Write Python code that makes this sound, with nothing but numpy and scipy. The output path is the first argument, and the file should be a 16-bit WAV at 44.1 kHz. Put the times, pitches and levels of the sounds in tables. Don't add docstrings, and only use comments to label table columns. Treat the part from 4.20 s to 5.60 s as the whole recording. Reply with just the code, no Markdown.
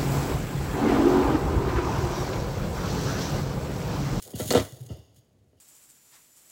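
import sys
import numpy as np
from scipy import signal
from scipy.fft import rfft, irfft
from scipy.io import wavfile

SR = 44100
rng = np.random.default_rng(int(sys.argv[2]) if len(sys.argv) > 2 else 0)


def wrap_up_sound(samples):
    columns = np.atleast_2d(samples).T
    tamed = np.clip(columns, -1, 1)
    steps = np.round(tamed * 32767).astype(np.int16)
    wavfile.write(sys.argv[1], SR, steps)


N = 61739
T = np.arange(N) / SR
HZ = np.maximum(np.arange(N + 1) * SR / (2 * N), 1)
TICK_T60_S = 0.0073


def from_db(db):
    return 10 ** (np.asarray(db) / 20)


def rms_one(x):
    return x / np.sqrt(np.mean(x ** 2) + 1e-20)


def at_hz(points, hz, axis=1):
    rows = np.array(points)
    return np.interp(np.log(hz), np.log(rows[:, 0]), rows[:, axis])


def level(curve):
    return from_db(np.interp(T, *np.transpose(curve)))


def colour(x, spectrum):
    cepstrum = irfft(np.log(from_db(at_hz(spectrum, HZ))))
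    cepstrum[1:N] *= 2
    cepstrum[N + 1:] = 0
    response = np.exp(rfft(cepstrum))
    return irfft(rfft(x, 2 * N) * response)[:N]


def convolve(x, response):
    return signal.fftconvolve(x, response)[:N]


def burst(s, t60):
    fade = from_db(-60 * np.maximum(T - s, 0) / t60)
    return rng.standard_normal(N) * (T >= s) * fade


def chatter():
    # start_s, level_db (relative)
    shake_points = [(0, -45.5), (0.016, -55), (0.027, -43), (0.056, -49), (0.085, -51), (0.145, -55),
                    (0.159, -37.5), (0.19, -41), (0.28, -38.5), (0.308, -35), (0.364, -39.5), (0.476, -51),
                    (0.58, -56), (0.67, -58), (0.76, -66), (0.82, -69.5), (0.93, -81.5)]
    # middle_s, level_db (relative)
    rustle_times = [(0.97, -67), (1.39, -78.5)]
    # start_s, level_db (relative)
    snap_times = [(0.0245, -25.5), (0.0258, -43), (0.0443, -48), (0.077, -29), (0.118, -32), (0.1585, -27),
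                  (0.165, -42), (0.179, -37), (0.2021, -25), (0.219, -22), (0.287, -25), (0.2941, -26),
                  (0.325, -11), (0.523, -31), (0.574, -42), (0.608, -63), (0.654, -51.5), (0.946, -51.5),
                  (0.962, -50.5)]
    # pitch_hz, level_db (relative)
    turn_colour = [(300, -8), (600, -7), (1000, -16.5), (1900, -8), (2400, -13), (3100, -2), (4600, -3),
                   (6100, -5), (6750, 6), (7600, -3), (10500, -0.5), (12000, -4.5), (15500, -2.5)]
    touches_per_s, rustle_s = 1800, 0.024
    flutter_db, flutter_per_s = 3, 150

    signs = rng.choice([-1, 1], N)
    flutter = np.interp(T * flutter_per_s, np.arange(N), rng.standard_normal(N))
    happens = rng.random(N) < touches_per_s / SR
    touches = rms_one(colour(from_db(flutter_db * flutter) * signs * happens, turn_colour))

    shake = level(shake_points)
    for middle_s, level_db in rustle_times:
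        shake = shake + from_db(level_db) * np.exp(-((T - middle_s) / rustle_s) ** 2)
    snaps = sum(from_db(level_db) * burst(start_s, TICK_T60_S) for start_s, level_db in snap_times)
    return from_db(-0.5) * shake * touches + from_db(-3.5) * colour(snaps, turn_colour)


def knocks():
    # start_s, ring_db (hollow), crack_db (hard), both relative
    strikes = [(0.1966, -24, -35), (0.2025, -26.5, -27.5), (0.2063, -27, -23), (0.3059, -27.5, -13),
               (0.3097, -15.5, -18), (0.320, -27, -21), (0.3365, -16, -15.5), (0.3486, -10.5, -15.5),
               (0.3529, -10.5, -18), (0.3568, -19, -15.5), (0.365, -20.5, -14), (0.3755, -17, -15.5),
               (0.387, -27, -21), (0.398, -24, -18), (0.412, -31, -48), (0.452, -54, -35.5),
               (0.702, -39.5, -52), (0.713, -42, -48.5), (1.329, -58, -81.5)]
    # pitch_hz, level_db (relative), t60_s
    box_modes = [(133.5, -18, 0.18), (215, -6, 0.061), (276, -6, 0.14), (371.3, -1.5, 0.084),
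                 (470.5, 1.5, 0.074), (615, -4, 0.12), (676, -4, 0.064), (810, -14, .04), (912, -14, .07),
                 (1262, -15.5, 0.05), (1355, -16.5, 0.079), (1749, -19.5, 0.038), (1976, -19, 0.055),
                 (2925, -17.5, 0.073)]
    # pitch_hz, level_db (relative)
    crack_colour = [(200, 9), (700, 10), (1300, 5.5), (1650, 2.5), (2000, 6), (2550, -3), (3050, 4),
                    (4300, 2), (5800, -3.5), (7000, -2), (9500, -12.5), (15500, -20.5)]
    crack_t60_s = 0.01
    crunch_db, crunch_t60_s = -13.5, 0.16

    blows, cracks = np.zeros(N), 0
    for start_s, ring_db, crack_db in strikes:
        blows += from_db(ring_db) * np.maximum(1 - np.abs(T - start_s) * SR, 0)
        crack = burst(start_s, crack_t60_s)
        crunch = from_db(crunch_db) * burst(start_s, crunch_t60_s)
        cracks = cracks + from_db(crack_db) * (crack + crunch)

    box = np.zeros(N)
    for k, (pitch_hz, level_db, t60_s) in enumerate(box_modes):
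        fade = from_db(level_db - 60 * T / t60_s)
        box += (-1) ** k * fade * np.sin(2 * np.pi * pitch_hz * T)
    return from_db(-4) * convolve(blows, box) + from_db(-4.5) * colour(cracks, crack_colour)


def clack():
    # start_s, level_db (relative)
    slams = [(0.3058, -6.5), (0.3092, -12.5), (0.319, -21.5)]
    # pitch_hz, level_db (relative)
    slam_colour = [(400, -9.5), (1300, -8), (2500, -8), (3400, -2.5), (4300, 11.5), (5400, -1), (6800, 5.5),
                   (8300, -2), (11000, -12.5), (16000, -12.5)]
    slam_t60_s = 0.0059
    noise = sum(from_db(level_db) * burst(start_s, slam_t60_s) for start_s, level_db in slams)
    return from_db(-4) * colour(noise, slam_colour)


def jolts():
    # start_s, level_db (relative), brightness_hz
    push_times = [(0.123, -1.5, 295), (0.191, 1, 171), (0.237, 0.5, 146.5), (0.277, 0.5, 230),
                  (0.34, 10, 200), (0.37, 1.5, 260), (0.44, -16, 160), (0.501, -15, 169), (0.683, 4, 135),
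                  (0.717, -12, 131.6), (0.762, -11.5, 130)]
    travel_s, travel_at_hz = 0.034, 100.97
    lowest_hz, plastic_loss_hz = 75, 960
    return_s, return_db = 0.027, -8.5

    pushes = 0
    for start_s, level_db, brightness_hz in push_times:
        shift = np.exp(-2j * np.pi * HZ * start_s)
        pushes = pushes + from_db(level_db) * shift / (1 + (HZ / brightness_hz) ** 3.2)
    travel = np.exp(-4j * np.pi * travel_s * np.sqrt(travel_at_hz * HZ))
    echo = 1 + from_db(return_db) * np.exp(-2j * np.pi * HZ * return_s)
    bass_limit = 1 / np.sqrt(1 + (lowest_hz / HZ) ** 10)
    damping = np.exp(-(HZ / plastic_loss_hz) ** 2)
    return from_db(21) * irfft(pushes * travel * echo * bass_limit * damping)[:N]


def bumps():
    # start_s, level_db
    bump_times = [(0.519, -39.5), (0.601, -33.5), (0.651, -42), (0.966, -56)]
    pitch_hz, rise_s = 127.1, 0.015
    out = 0
    for start_s, level_db in bump_times:
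        age = np.maximum(T - start_s, 0)
        swell = age / rise_s
        envelope = (swell * np.exp(1 - swell)) ** 2
        out = out + from_db(level_db) * envelope * np.sin(2 * np.pi * pitch_hz * age)
    return out


def ringing(contacts):
    # pitch_hz, half_width_hz, level_db (relative)
    mode_clusters = [(1957, 110, -23), (2910, 180, -19.5), (3400, 280, -18), (5100, 800, -15),
                     (6600, 460, -21)]
    # start_s, level_db (relative)
    tap_times = [(0.134, -7.5), (0.688, -14), (0.963, -27.5), (1.372, -28)]
    coil_t60_s = 0.72

    clusters = 0
    for pitch_hz, half_width_hz, level_db in mode_clusters:
        band = 1 / (1 + ((HZ - pitch_hz) / half_width_hz) ** 4)
        noise = irfft(rfft(rng.standard_normal(2 * N)) * band)
        clusters = clusters + from_db(level_db) * rms_one(noise)[:N]
    decay = rms_one(from_db(-60 * T / coil_t60_s)) / np.sqrt(N)
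    taps = sum(from_db(level_db) * burst(start_s, TICK_T60_S) for start_s, level_db in tap_times)
    return from_db(-14.5) * convolve(contacts + taps, clusters * decay)


def rubbing():
    # start_s, level_db
    rub_points = [(0, -70.5), (0.045, -62.5), (0.062, -53), (0.083, -46), (0.12, -52.5), (0.16, -48),
                  (0.25, -42.5), (0.29, -55), (0.43, -44.5), (0.5, -53.5), (0.59, -55), (0.68, -59),
                  (0.72, -49.5), (0.77, -55.5), (0.85, -64.5), (1.0, -69), (1.4, -75)]
    # pitch_hz, level_db (relative)
    rub_colour = [(60, -12.5), (140, 3), (220, -2.5), (400, 4.5), (680, -0.5), (950, -12.5), (2000, -22),
                  (4000, -35)]
    return level(rub_points) * rms_one(colour(rng.standard_normal(N), rub_colour))


def bedroom(x):
    # pitch_hz, level_db (relative), t60_s
    room_tail = [(100, -15.5, .35), (400, -19.5, 0.15), (1220, -11, 0.28), (3560, -13.5, 0.24),
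                 (7000, -14, 0.44), (14000, -8.5, .4)]
    early_db, early_t60_s, wall_delay_s = -8.5, 0.027, 0.004
    response = rms_one(burst(wall_delay_s, early_t60_s)) * from_db(early_db) / np.sqrt(N)
    edges = np.geomspace(60, 17000, 9)
    for low, high in zip(edges, edges[1:]):
        middle_hz = np.sqrt(low * high)
        t60_s = at_hz(room_tail, middle_hz, axis=2)
        gain = from_db(at_hz(room_tail, middle_hz)) / np.sqrt(N)
        tail = gain * rms_one(burst(2 * wall_delay_s, t60_s))
        band = signal.butter(2, [low, high], "band", fs=SR, output="sos")
        response = response + signal.sosfilt(band, tail)
    return x + convolve(x, response)


def room_floor():
    # pitch_hz, level_db (relative)
    floor_colour = [(25, -22.5), (48, -18.5), (68, -4.5), (105, 0), (166, -12), (300, -16), (620, -29),
                    (1000, -37.5), (3200, -38), (8000, -44), (16000, -55)]
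    return from_db(-63) * rms_one(colour(rng.standard_normal(N), floor_colour))


def scene():
    contacts = chatter() + knocks() + clack()
    in_room = bedroom(contacts + jolts() + bumps())
    return (in_room + ringing(contacts) + rubbing() + room_floor())[None]


def record(dry):
    bass_cut = signal.butter(4, 55, "high", fs=SR, output="sos")
    top_cut = signal.ellip(10, 0.2, 70, 16100, fs=SR, output="sos")
    thin = signal.sosfilt(bass_cut, dry)
    return signal.sosfilt(top_cut, thin)


dry = scene()
out = record(dry)
wrap_up_sound(out)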